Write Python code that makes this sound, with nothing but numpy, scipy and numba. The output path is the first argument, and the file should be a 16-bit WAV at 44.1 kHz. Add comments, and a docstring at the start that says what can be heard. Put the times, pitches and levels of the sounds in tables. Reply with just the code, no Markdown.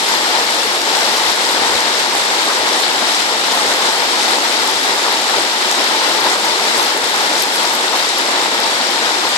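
"""Floodwater rushes down a town street, heard from the pavement on a hand-held phone.
From the first moment the churning water roars in uneven surges: big bubbles gurgle, small ones fizz.
Half a second in, drops tick on the wet ground close by; after a second, wavelets start to slosh and
slap at the kerb, and faint puffs of air brush the left microphone. The sharpest drops land near
5.7 and 7.4 s, then the fine spray thins while the water rushes on."""
import sys
import numpy as np
from scipy import signal
from scipy.fft import rfft, irfft
from scipy.io import wavfile
from numba import njit

SR = 44100
rng = np.random.default_rng(int(sys.argv[2]) if len(sys.argv) > 2 else 0)


def log_audio(samples):
    """Write samples as a 16-bit WAV file to the path given in sys.argv[1]."""
    # one column per channel
    frames = np.atleast_2d(samples).T
    # limit to full scale, then quantise
    limited = np.clip(frames, -1, 1)
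    pcm = np.round(limited * 32767).astype(np.int16)
    wavfile.write(sys.argv[1], SR, pcm)


N = 413216
TIME = np.arange(N) / SR
FREQ = np.arange(N // 2 + 1) * SR / N + 1e-3
MIC_LAG_S = 0.00031  # from the left microphone to the right

# Puffs of air on the left microphone. Each row: centre in seconds, length in seconds, level in dB.
AIR_PUFFS = [(1.29, 0.047, -39), (1.63, 0.06, -39), (1.738, 0.097, -35), (2.61, .06, -44),
             (3.679, .03, -47), (4.751, .03, -48), (4.993, .03, -48), (5.216, .03, -48), (5.393, .03, -48)]
# Amount of fine spray reaching the pavement. Each row: time in seconds, relative level in dB.
SPRAY_LEVEL = [(0, -2), (1.25, -2), (1.65, -4.5), (6.2, -3), (7.6, -2), (8.1, -5), (9.37, -6.5)]
# Drops landing close by. Each row: start in seconds, ring in Hz, level in dB, left minus right in dB.
NEAR_DROPS = [(0.508, 8500, -4, -13), (0.634, 7000, -4, -5), (0.807, 7000, -7, -4), (0.818, 5500, 2, 4),
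              (0.955, 8000, -8, -12), (0.970, 5500, -2, 5), (1.319, 11500, -11, -17), (1.514, 11000, -7, 0),
              (1.806, 6000, -3, 9), (2.152, 7500, -5, -8), (2.534, 7500, -5, -7), (2.804, 11000, -8, -5),
              (3.521, 5500, -4, -2), (4.676, 8000, -1, -6), (4.774, 5500, -8, 6), (5.126, 11000, -6, -4),
              (5.218, 9500, -9, -4), (5.714, 6800, 9, 1), (5.754, 8500, -7, -9), (5.842, 8000, -4, -6),
              (6.451, 8000, -9, -16), (6.779, 10500, -4, -5), (6.847, 11000, -6, -6), (6.976, 9000, -3, -5),
              (7.043, 8500, -2, -12), (7.162, 7000, -4, -3), (7.223, 5800, -10, 3), (7.424, 11800, 7, 3),
              (7.559, 9000, -5, -12), (7.636, 9500, -10, -10), (7.737, 12500, -8, -10),
              (7.752, 12000, -8, -18), (7.974, 12500, -11, -15), (8.185, 11000, -3, -12),
              (8.603, 12000, -7, -4), (8.909, 12500, -8, -9), (9.292, 12000, -7, -10)]
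# Small crests toppling at the kerb. Each row: centre in seconds, pitch in Hz, width in octaves,
# length in seconds, relative level in dB.
CRESTS = [(1.18, 3020, 1.2, 0.1, -26), (1.19, 8000, .75, .2, -41), (2.51, 1050, 0.83, 0.034, -21.5),
          (2.838, 4000, .35, 0.024, -21.5), (3.025, 620, 1.16, 0.023, -20), (3.521, 4000, 0.98, .02, -23),
          (3.72, 1750, .5, .018, -21), (3.15, 4500, 0.54, .08, -30), (4.223, 5460, .75, .1, -29),
          (4.682, 900, 0.54, 0.077, -28), (5.07, 750, 1, 0.041, -21.5), (5.296, 1600, 0.73, .04, -28),
          (6.269, 800, 2.1, .016, -19), (5.996, 4000, .6, .08, -28), (6.812, 9500, .75, .11, -33),
          (7.4, 4800, 0.68, .07, -26), (7.404, 9500, .75, .07, -33), (7.547, 9500, .75, .06, -33),
          (7.755, 12500, .25, .03, -38), (7.94, 890, .4, 0.037, -24)]
# Wavelets slapping shut on air at the kerb. Each row: start in seconds, ring in Hz, level in dB.
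KERB_SLAPS = [(1.379, 920, -7), (2.151, 865, -2), (3.012, 900, -9), (3.024, 564, -15), (3.487, 870, -6),
              (4.384, 874, -2.5), (5.384, 583, -4), (5.911, 890, -5), (6.273, 1010, -9), (8.428, 810, -7),
              (9.252, 800, -6)]
# The rush at the left and right microphones. Each row: frequency in Hz, relative density in dB.
LEFT_SPECTRUM = [(30, -112), (80, -89.5), (140, -66.5), (220, -59.5), (350, -53.5), (780, -52), (1200, -53),
                 (2000, -50.5), (2550, -55.5), (3900, -51), (5400, -54), (6500, -64), (8000, -65),
                 (9500, -78.5), (13500, -74.5)]
RIGHT_SPECTRUM = [(30, -112), (80, -101), (140, -77), (220, -60), (350, -55), (780, -51.5), (1200, -52.5),
                  (1900, -53), (2700, -57.5), (4000, -56.5), (5800, -61), (7500, -55), (10000, -62),
                  (13500, -71)]
# How alike the two microphones hear the rush. Each row: frequency in Hz, coherence from 0 to 1.
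MIC_COHERENCE = [(90, 0), (220, 0.87), (420, 0.91), (600, 0.62), (880, 0.78), (1150, 0.62), (1700, 0.47),
                 (2400, 0.16), (3500, 0.05)]
# Hollow resonances in the roar, and one dip. Each row: centre in Hz, width in Hz, gain in dB.
ROAR_RESONANCES = [(355, 48, 1.56), (482, 29, 1.8), (567, 32, -1), (890, 166, 4.5), (3580, 960, 1.4)]
# Surges and lulls of the current. Each row: time in seconds, relative level in dB.
CURRENT_LEVEL = [(0, -1.5), (.28, 0.9), (.71, -1.1), (1.16, 0.5), (1.45, -.9), (1.63, 2), (2.05, -0.5),
                 (2.72, 0.8), (3.18, -1.2), (3.6, 0.6), (4.23, 0), (4.7, .5), (4.79, -2), (4.9, .4),
                 (5.09, 1), (5.21, -2), (5.35, 1.5), (5.48, -2), (5.72, 0), (5.83, 1), (6.62, -0.2),
                 (6.74, 1.5), (7.03, -0.5), (7.38, 0.6), (7.5, -1.5), (7.63, 0), (7.74, -0.8), (8.02, .5),
                 (8.13, -3.5), (8.26, 0.5), (8.8, -.5), (9.37, -0.9)]
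# Fizz of the foam out in the street. Each row: time in seconds, relative level in dB.
FIZZ_LEVEL = [(0, 0.5), (.8, -0.1), (1.19, 1), (1.67, -0.1), (1.94, .5), (2.14, 0.2), (2.8, 0.6),
              (2.97, 0.5), (3.16, 1), (3.41, 0.2), (4.23, 0.9), (5.46, 0.15), (6, 0.4), (6.51, -0.5),
              (6.71, 0.8), (6.92, 0.5), (7, -3), (7.1, 0), (7.42, .2), (7.5, -1), (7.6, 1.1), (7.75, -1),
              (7.97, 0.3), (8.63, -0.6), (9.37, 0)]


def undb(db):
    """Decibels to gain."""
    return 10 ** (np.asarray(db) / 20)


def unit(x):
    """Scale to rms 1."""
    return x / np.sqrt(np.mean(x ** 2))


def pan(db):
    """Gains at the two microphones, the left louder by db."""
    return undb(np.vstack([db / 2, -db / 2]))


def over_freq(points):
    """Join (Hz, value) points on a log-frequency axis."""
    hz, value = np.transpose(points)
    return np.interp(np.log(FREQ), np.log(hz), value)


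def over_time(points):
    """Join (s, value) points by straight lines."""
    return np.interp(TIME, *np.transpose(points))


def below(hz):
    """Share of each frequency that lies under a soft crossover."""
    return 1 / (1 + (FREQ / hz) ** 4)


def low_cut(x, hz):
    """Roll off the sound under hz."""
    return irfft(rfft(x) * (1 - below(hz)), N)


def walk(rate, count=1024):
    """Random levels, rate a second, joined by straight lines; rms 1."""
    return unit(np.interp(TIME * rate, np.arange(count), rng.standard_normal(count)))


def swell(centre, length):
    """Smooth rise and fall around a time in seconds."""
    return np.exp(-(2 * (TIME - centre) / length) ** 2)


@njit
def rings(start, hz, cycles, size, glide):
    """Sines that die by 50 dB over their cycles while the pitch rises by the share glide."""
    out = np.zeros(N)
    for k in range(len(start)):
        first, length = int(start[k] * SR), int(cycles[k] * SR / hz[k]) + 2
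        step = 2 * np.pi * hz[k] / SR
        phasor, turn = size[k] + 0j, np.exp(1j * step - 5.75 / length)
        rise = np.exp(1j * step * glide / length)
        for i in range(max(first, 0), min(first + length, N)):
            out[i] += phasor.imag
            phasor *= turn
            turn *= rise
    return out


def bubbles(low_hz, high_hz, cycles, spread_db, glide, count):
    """A swarm about as strong as unit noise in its band; glide lifts each pitch as it nears the surface."""
    when, pitch, duration, strength = rng.random((count, 4)).T
    hz = low_hz * (high_hz / low_hz) ** pitch
    life = cycles * (.5 + duration)
    size = undb(-spread_db * np.log(1 - .99 * strength)) * hz  # small bubbles are brief but peak higher
    swarm = rings(when * N / SR, hz, life, size, glide)
    return unit(swarm) * np.sqrt(2 * (high_hz - low_hz) / SR)


def breeze(steady_db=-76, gust_db=8.0, low_hz=45, top_hz=125):
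    """Eddies of air flutter faintly on the left microphone, with a few stronger puffs."""
    rumble = unit(irfft(rfft(rng.standard_normal(N)) * below(top_hz) * (1 - below(low_hz)), N))
    flutter = undb(steady_db + gust_db * walk(21))
    puffs = sum(undb(db) * swell(centre, length) for centre, length, db in AIR_PUFFS)
    return np.array([rumble * (flutter + puffs), np.zeros(N)])


def glugs(level_db=-58.5):
    """Now and then the current folds over a large pocket of air: a faint, dull glug, dead centre."""
    pockets = bubbles(low_hz=65, high_hz=190, cycles=6.0, spread_db=-1.0, glide=.2, count=60)
    return undb(level_db) * unit(low_cut(pockets, hz=60))


def fine_spray(level_db=-40.5, pan_db=-6.0, patchy_db=4.0):
    """The finest spray lands in patches of tiny ticks, different at each microphone."""
    patches = [bubbles(low_hz=9500, high_hz=13800, cycles=34, spread_db=0.0, glide=0., count=1100)
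               * undb(patchy_db * walk(18)) for _ in range(2)]
    return unit(np.array(patches)) * undb(level_db + over_time(SPRAY_LEVEL)) * pan(pan_db)


def patter(top_db=-11, range_db=7, pan_db=-8, scatter_db=6, low_hz=6500, high_hz=12500, count=260):
    """Small drops tick at random on the pavement, mostly to the right, softer when the spray thins."""
    when, pitch, softness, place = rng.random((count, 4)).T
    start = when * N / SR
    hz = low_hz * (high_hz / low_hz) ** pitch
    cycles = np.full(count, 8)
    db = top_db - range_db * softness + np.interp(start, *np.transpose(SPRAY_LEVEL))
    sizes = undb(db) * pan(pan_db + scatter_db * (2 * place - 1))
    return np.array([rings(start, hz, cycles, size, 0.) for size in sizes])


def drops(ping_cycles=6.0, tick_hz=12000, tick_cycles=2.1, tick_db=-6, rebound_s=0.013, rebound_db=-14):
    """Drops hit the wet ground close to the phone with a sharp tick and a thin ping."""
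    start, hz, db, pan_db = np.transpose(NEAR_DROPS)
    each = np.ones(len(start))
    sizes = undb(db) * pan(pan_db)
    pings = np.array([rings(start, hz, ping_cycles * each, size, glide=.05) for size in sizes])
    ticks = np.array([rings(start, tick_hz * each, tick_cycles * each, size, 0.) for size in sizes])
    hits = low_cut(pings + undb(tick_db) * ticks, hz=1500)
    # a droplet thrown up by each drop falls back a moment later
    rebound = undb(rebound_db) * np.exp(-2j * np.pi * FREQ * rebound_s)
    return irfft(rfft(hits) * (1 + rebound), N)


def sloshes(level_db=2.0, pan_db=7.5):
    """A toppling crest frees a brief burst of bubbles, further left than the rush."""
    foam, bursts = churn(), 0
    for centre, hz, octaves, length, db in CRESTS:
        band = np.exp(-(np.log2(FREQ / hz) / octaves) ** 2)
        bursts += undb(db + level_db) * unit(irfft(foam * band, N)) * swell(centre, length)
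    lean_db = over_freq(LEFT_SPECTRUM) - over_freq(RIGHT_SPECTRUM) + pan_db
    return irfft(rfft(bursts) * pan(lean_db), N)


def slaps(cycles=7.3, pan_db=4.0):
    """Air trapped by a wavelet at the kerb gives a short rising plop, with nothing under 300 Hz."""
    start, hz, db = np.transpose(KERB_SLAPS)
    plops = rings(start, hz, np.full(len(start), cycles), undb(db), glide=0.39)
    return low_cut(plops, hz=300) * pan(pan_db)


def burble(level_db=-33, pan_db=1.0, clumps_db=-2.5):
    """Clumps of like-sized bubbles ring at the roar's hollow pitch and reach the left microphone first."""
    swarm = bubbles(low_hz=820, high_hz=970, cycles=72, spread_db=-0.5, glide=0.04, count=900)
    clumps = swarm * undb(clumps_db * walk(24))
    left = unit(low_cut(clumps, hz=500)) * undb(level_db + over_time(CURRENT_LEVEL))
    right = np.interp(TIME - MIC_LAG_S, TIME, left)
    return np.array([left, right]) * pan(pan_db)


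def churn(gurgle_db=-3, fizz_db=-4.5, crackle_db=-5, roar_db=-4):
    """Spectrum of one stretch of broken water: bubbles of three sizes over the smooth roar of far ones."""
    gurgle = bubbles(low_hz=193.0, high_hz=1366, cycles=20.5, spread_db=1.0, glide=0.16, count=9000)
    fizz = bubbles(low_hz=1299, high_hz=6070, cycles=19.0, spread_db=3.0, glide=0.15, count=42000)
    crackle = bubbles(low_hz=5320, high_hz=12600, cycles=7.5, spread_db=4.0, glide=0., count=30000)
    far_roar = undb(roar_db) * rng.standard_normal(N)
    # each wave lets its bubbles go in a bunch
    gurgle *= undb(gurgle_db + 0.74 * walk(30))
    fizz *= undb(fizz_db + 1.08 * walk(16))
    crackle *= undb(crackle_db + 2.0 * walk(22))
    return rfft(unit(gurgle + fizz + crackle + far_roar))


def rush(right_db=-1.6, ahead_hz=915, churn_top_hz=1600, spray_low_hz=10900,
         wavelet_db=0.45, wavelets_per_s=24):
    """Water fills the street: the microphones share the low roar and each hears its own treble."""
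    coherence = np.clip(over_freq(MIC_COHERENCE), 0, 1)
    shared, own_gain = np.sqrt(coherence) * churn(), np.sqrt(1 - coherence)
    # the lows come from straight ahead; the brighter wash reaches the left microphone first
    lag_s = MIC_LAG_S * FREQ ** 2 / (FREQ ** 2 + ahead_hz ** 2)
    shared_late = shared * np.exp(-2j * np.pi * FREQ * lag_s)
    left = (shared + own_gain * churn()) * undb(over_freq(LEFT_SPECTRUM))
    right = (shared_late + own_gain * churn()) * undb(over_freq(RIGHT_SPECTRUM) + right_db)
    hollow_db = sum(db / (1 + (2 * (FREQ - hz) / width) ** 2) for hz, width, db in ROAR_RESONANCES)
    water = np.array([left, right]) * undb(hollow_db) * np.sqrt(SR / 2)
    # the churn surges on its own, fizz and spray rise together with the foam, and wavelets rock them all
    churn_db, fizz_db = over_time(CURRENT_LEVEL), over_time(FIZZ_LEVEL)
    spray_db = over_time(SPRAY_LEVEL) + fizz_db
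    low, high = below(churn_top_hz), 1 - below(spray_low_hz)
    bands = (low, churn_db), (1 - low - high, fizz_db), (high, spray_db)
    surging = sum(irfft(water * band, N) * undb(db) for band, db in bands)
    return surging * undb(wavelet_db * walk(wavelets_per_s))


def scene():
    """The flood from the pavement, with its splashes close by."""
    return rush() + burble() + fine_spray() + drops() + patter() + slaps() + sloshes() + glugs() + breeze()


def record(dry, top_hz=14600):
    """The phone clips at full scale and cuts the top."""
    high_cut = signal.ellip(10, .2, 70, top_hz, fs=SR, output="sos")
    return signal.sosfilt(high_cut, np.clip(dry, -1, 1))


dry = scene()
out = record(dry)
log_audio(out)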